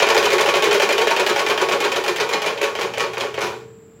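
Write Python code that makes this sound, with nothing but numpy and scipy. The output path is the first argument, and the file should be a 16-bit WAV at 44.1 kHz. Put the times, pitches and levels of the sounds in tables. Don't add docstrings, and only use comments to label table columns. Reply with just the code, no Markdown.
import sys
import numpy as np
from scipy import signal
from scipy.fft import rfft, irfft, next_fast_len
from scipy.io import wavfile
from scipy.ndimage import uniform_filter1d

SR = 44100
rng = np.random.default_rng(int(sys.argv[2]) if len(sys.argv) > 2 else 0)


def file_out(sig):
    cols = np.atleast_2d(sig).T
    lim = np.clip(cols, -1, 1)
    pcm = np.round(lim * 32767).astype(np.int16)
    wavfile.write(sys.argv[1], SR, pcm)


N = 176400

# (start [s], relative level [dB], extra treble [dB], extra drumming [dB])
SPOKE_RUNS = [(0.0207, -9, -8, -5.5), (0.0998, -9.5, -8, -1), (0.1766, -11.5, 2.5, -4),
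              (0.2535, -14.5, 3.5, 4.5), (0.3283, -16, 7.5, 5), (0.408, -12.5, 2.5, 0.5),
              (0.4865, -11, -1.5, -3.5), (0.5666, -15.5, 0, 0), (0.6526, -16, -0.5, 5.5),
              (0.7421, -14.5, 1, 1.5), (0.8305, -11, -6, -4), (0.9219, -17.5, 4.5, 0.5),
              (1.0124, -15, 1.5, -0.5), (1.1049, -14, -0.5, 2), (1.197, -12.5, -2, -4.5),
              (1.2921, -13, -2.5, 1), (1.3905, -14, 0.5, 0.5), (1.499, -14, 0.5, 3), (1.6106, -15, 2.5, 1),
              (1.721, -13, 0, -0.5), (1.8413, -12, -5, -1), (1.9587, -15, 1.5, 0.5),
              (2.0783, -16.5, 3, 1.5), (2.2008, -14.5, -1, -0.5), (2.3282, -12, -7.5, -1.5),
              (2.4611, -11.5, -1, -6), (2.6284, -14, 0, -3.5), (2.8114, -16.5, -0.5, -1.5),
              (2.9966, -15, -3, -1), (3.201, -16.5, -2, -3), (3.4077, -14.5, 3.5, -1)]
# (frequency [Hz], level [dB])
CRACK_COLOUR = [(60,-30.5),(280,-18),(400,4),(900,-5),(1600,-4.5),(2600,-2.5),(3600,-5.5),(5000,-8.5),(7200,-12.5),(8000,-20.5),(11000,-21.5),(15500,-29)]
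CRACK_FLUTTER, CRACK_ROOM_DB = (1.4, 0.031), -0.5


def runs():
    # (frequency [Hz], level [dB])
    drum_colour = [(30,-46.5),(70,-25.5),(180,-8.5),(300,-13),(365,3),(480,-1),(700,-5.5),(1000,-2.5),(1600,-9.5),(2500,-16.5),(4000,-17),(7000,-41),(9000,-47)]
    cracks, drumming = np.zeros(N), np.zeros(N)
    periods = np.gradient(np.array(SPOKE_RUNS)[:, 0])
    periods[-1] *= 1.45
    for (start, db, treble_db, drum_db), period in zip(SPOKE_RUNS, periods):
        delays, levels = rake(period, start_db=-3.5, rise_turns=0.035, fall_db_per_turn=104)
        add(cracks, start, contacts(delays, levels + db - 5, CRACK_FLUTTER, CRACK_ROOM_DB, treble_db))
        delays, levels = rake(period, start_db=-4, rise_turns=0.11, fall_db_per_turn=54.5)
        drum = contacts(delays, levels + db + drum_db - 7.5, flutter=(0.41, 0.036), room_db=0.5)
        add(drumming, start, drum)
    spread_s = 0.001968
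    return bottle(cracks, CRACK_COLOUR, spread_s) + bottle(drumming, drum_colour, spread_s)


def rake(period, start_db, rise_turns, fall_db_per_turn):
    spoke_count, unevenness, scatter_db = 36, 0.25, 2
    spoke = np.arange(spoke_count // 2 + 2)
    jitter = unevenness * rng.standard_normal(len(spoke)) * (spoke > 0)
    turns = np.abs(spoke + jitter) / spoke_count
    swell_db = start_db * (1 - turns / rise_turns)
    release_db = -fall_db_per_turn * (turns - rise_turns)
    press_db = np.where(turns < rise_turns, swell_db, release_db)
    return turns * period, press_db + scatter_db * rng.standard_normal(len(spoke))


def ticks():
    # (time [s], relative level [dB], extra treble [dB])
    touches = [(0.0004, -9, -4), (0.0675, -12, -4.5), (0.1458, -14, 5.5), (0.2279, -12, -2),
               (0.3034, -15.5, 5), (0.382, -11.5, -0.5), (0.4602, -14.5, 4.5), (0.539, -10, -5),
               (0.623, -8, -2.5), (0.7109, -10, -2), (0.798, -11.5, 1), (0.8901, -10.5, -0.5),
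               (0.9804, -11, 2), (1.071, -9.5, -2.5), (1.1638, -10, -3.5), (1.264, -11.5, 4),
               (1.3607, -13, 1.5), (1.4642, -14, 2.5), (1.5765, -14, 0), (1.6869, -13.5, 1.5),
               (1.8032, -13.5, 4), (1.9184, -15, 3), (2.0389, -18, 3), (2.1609, -18, 5.5),
               (2.2907, -19.5, 6), (2.4189, -18, 4.5), (2.576, -21.5, -3), (2.7523, -18, -3),
               (2.937, -21, -2), (3.1338, -23.5, 1.5), (3.3414, -22.5, -2.5)]
    # (frequency [Hz], level [dB])
    tick_colour = [(60,-41.5),(280,-12.5),(400,2.5),(800,3.5),(1100,-6.5),(1700,-2),(2300,-4),(3000,-1.5),(3700,-7.5),(7200,-16),(8000,-23.5),(15500,-27)]
    track = np.zeros(N)
    for start, db, treble_db in touches:
        rebound_s = 0.008 * rng.uniform(0.75, 1.25)
        delays = [0, rebound_s / 2, rebound_s]
        levels = db + np.array([-3.5, -10, -9])
        tick = contacts(delays, levels, flutter=(1.18, 0.031), room_db=1.5, treble_db=treble_db)
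        add(track, start, tick)
    return bottle(track, tick_colour, spread_s=0.002897)


def knocks():
    # (time [s], relative level [dB])
    blows = [(0.089, -9), (0.165, 0), (0.243, -12.5), (0.319, -5), (0.396, -4.5), (0.475, -4),
             (0.555, -7.5), (0.641, -10), (0.729, -9.5), (0.817, -5.5), (0.909, -4), (1.001, -7.5),
             (1.092, -12), (1.186, -4.5), (1.283, -13.5), (1.38, -10), (1.487, -9), (1.598, -7),
             (1.712, -4.5), (1.824, -9), (1.944, -9), (2.061, -12), (2.184, -8), (2.31, -10), (2.442, -8.5),
             (2.504, -10.5), (2.612, -9), (2.674, -11), (2.787, -8), (2.863, -37), (2.974, -8.5),
             (3.037, -12), (3.17, -8.5), (3.235, -12.5), (3.376, -7)]
    # (time [s], relative level [dB])
    snaps = [(0.0885, -10), (0.1674, -20), (0.2426, -15), (0.3204, -17), (0.3964, -19), (0.5552, -12),
             (0.6412, -10), (0.7288, -11), (0.821, -9.5), (0.911, -20), (1.3797, -21.5), (1.487, -16),
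             (1.7135, -26), (2.0628, -19), (2.3144, -24.5), (2.4507, -25), (2.616, -15), (2.795, -20),
             (2.9818, -16), (3.1807, -20), (3.3884, -23)]
    # (frequency [Hz], level [dB])
    knock_colour = [(60,-26),(280,-14),(380,-1),(550,6),(750,-7),(1100,-3),(1400,-6.5),(2000,-7),(2750,-11.5),(3400,-15),(7000,-28),(8200,-44),(15500,-49)]
    dents, second_spokes = np.zeros(N), np.zeros(N)
    for start, db in blows:
        add(dents, start, contacts([0], [db - 6.5], flutter=(-3.5, 0.039), room_db=-1))
    for start, db in snaps:
        add(second_spokes, start, contacts([0], [db - 7.5], CRACK_FLUTTER, CRACK_ROOM_DB, treble_db=5))
    return bottle(dents, knock_colour, spread_s=0.00495) + bottle(second_spokes, CRACK_COLOUR, spread_s=0)


def contacts(delays, levels_db, flutter, room_db, treble_db=0):
    pulses = np.zeros(SR // 4)
    onsets = np.clip(np.asarray(delays) * SR, 0, len(pulses) - 1).astype(int)
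    np.add.at(pulses, onsets, amp(levels_db))
    treble = signal.lfilter(*signal.butter(1, 6000, 'high', fs=SR), pulses)
    pulses += (amp(treble_db) - 1) * treble
    flutter_db, flutter_t60 = flutter
    reflections = amp(2.5) * fading(t60=0.29)
    reverb = amp(-1.5) * fading(t60=0.56)
    response = amp(flutter_db) * fading(flutter_t60) + amp(room_db) * (reflections + reverb)
    response[0] += 0.64
    return signal.fftconvolve(pulses, response)


def bottle(x, colour, spread_s, size=16384):
    # (frequency [Hz], width [Hz], lift [dB])
    resonances = [(382.6,14.7,4.5),(425.3,28,7),(471,9.8,7),(563.3,18,8.5),(792,24,2.5),(824,18,4.5),(925,17.6,6.5),(971,17,6),(1110,30,8.5),(1454,86,5),(1790,50,6),(2413,210,7),(2180,60,3.5),(3043,40,5.5),(3170,23,5)]
    hz = np.fft.rfftfreq(size, 1 / SR)
    lift_db = sum(db / (1 + (2 * (hz - centre) / width) ** 2) for centre, width, db in resonances)
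    cepstrum = irfft(np.log(amp(along(colour, hz) + lift_db)))
    cepstrum[1:size // 2] *= 2
    cepstrum[size // 2 + 1:] = 0
    lag_s = spread_s * np.exp(-hz / 2200)
    lag_phase = 2 * np.pi * hz[1] * np.cumsum(lag_s)
    ring = irfft(np.exp(rfft(cepstrum) - 1j * lag_phase))[:size // 2]
    return signal.fftconvolve(x, 10 * ring / np.linalg.norm(ring))[:N]


def spokes(rattle):
    # (frequency [Hz], relative level [dB], t60 [s])
    singing_modes = [(376.1,-35,0.4),(429,-35.5,0.23),(1120,-30.5,0.17),(2530,-28,0.081),(2940,-40,.2)]
    # (frequency [Hz], relative level [dB], t60 [s])
    lingering_modes = [(380,-46,0.63),(365.2,-44.5,0.97),(414.7,-43,1.6),(449.5,-42,2),(477.5,-48,1.4)]
    starts = np.array(SPOKE_RUNS)[:, 0]
    speed = np.interp(np.arange(N) / SR, starts, 1 / np.gradient(starts))
    drive = rattle * (speed / speed.max()) ** 0.91
    return ringing(drive, singing_modes) + ringing(rattle, lingering_modes)


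def ringing(drive, modes, coupling_db=-24):
    t = np.arange(2 * SR) / SR
    ring = sum(amp(db + coupling_db - 60 * t / t60) * np.sin(2 * np.pi * hz * t) for hz, db, t60 in modes)
    return signal.fftconvolve(drive, ring)[:N]


def room_tone():
    # (start [s], end [s], frequency [Hz], rms level [dB])
    hums = [(0.01,0.682,85.6,-55.5),(2.833,3.81,124,-48.5),(3.307,3.592,82.7,-53)]
    # (frequency [Hz], relative level [dB])
    floor_colour = [(25,-42),(45,-24),(65,-3.5),(90,2.5),(200,3),(400,-4),(700,-14),(1500,-15),(3000,-22.5),(6000,-31.5),(15000,-53)]
    t = np.arange(N) / SR
    hum, fade_s = np.zeros(N), 0.069
    for start, end, hz, db in hums:
        swell = np.clip(np.minimum(t - start, end - t) / fade_s, 0, 1)
        hum += amp(db) * swell * np.sqrt(2) * np.sin(2 * np.pi * hz * t)
    return hum + amp(-49) * noise(floor_colour)


def noise(colour):
    x = filtered(rng.standard_normal(N), lambda hz: amp(along(colour, hz)))
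    return x / np.sqrt(np.mean(x ** 2) + 1e-20)


def fading(t60):
    t = np.arange(2 * SR // 3) / SR
    tail = rng.standard_normal(len(t)) * amp(-60 * t / t60)
    return tail / np.linalg.norm(tail)


def amp(db):
    return 10 ** (np.asarray(db) / 20)


def along(points, hz):
    freqs, levels = np.transpose(points)
    return np.interp(np.log(hz + 1), np.log(freqs + 1), levels)


def filtered(x, gain):
    size = next_fast_len(N + SR // 2)
    return irfft(rfft(x, size) * gain(np.fft.rfftfreq(size, 1 / SR)), size)[:N]


def add(track, start, sound):
    i = int(np.clip(round(start * SR), 0, N - 1))
    track[i:i + len(sound)] += sound[:N - i]


def scene():
    rattle = ticks() + knocks() + runs()
    return (rattle + spokes(rattle) + room_tone())[None]


def record(dry):
    # (frequency [Hz], relative level [dB])
    hiss_colour = [(20,-47),(6500,-43),(7150,-3.5),(7750,-3.5),(8100,-33.5),(15000,-22)]
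    gate_hz, threshold_db, depth_db = 1223, -53.5, -4
    ceiling, top_hz = 0.66, 15850
    treble = filtered(dry[0], lambda hz: hz ** 2 / (hz ** 2 + gate_hz ** 2))
    power = np.abs(uniform_filter1d(treble ** 2, size=882))
    closed = 1 / (1 + (power / amp(threshold_db) ** 2) ** 2)
    gated = dry[0] - closed * (1 - amp(depth_db)) * treble
    rounded = gated / (1 + (gated / ceiling) ** 6) ** (1 / 6)
    return filtered(rounded + amp(-61) * noise(hiss_colour), lambda hz: hz < top_hz)[None]


dry = scene()
out = record(dry)
file_out(out)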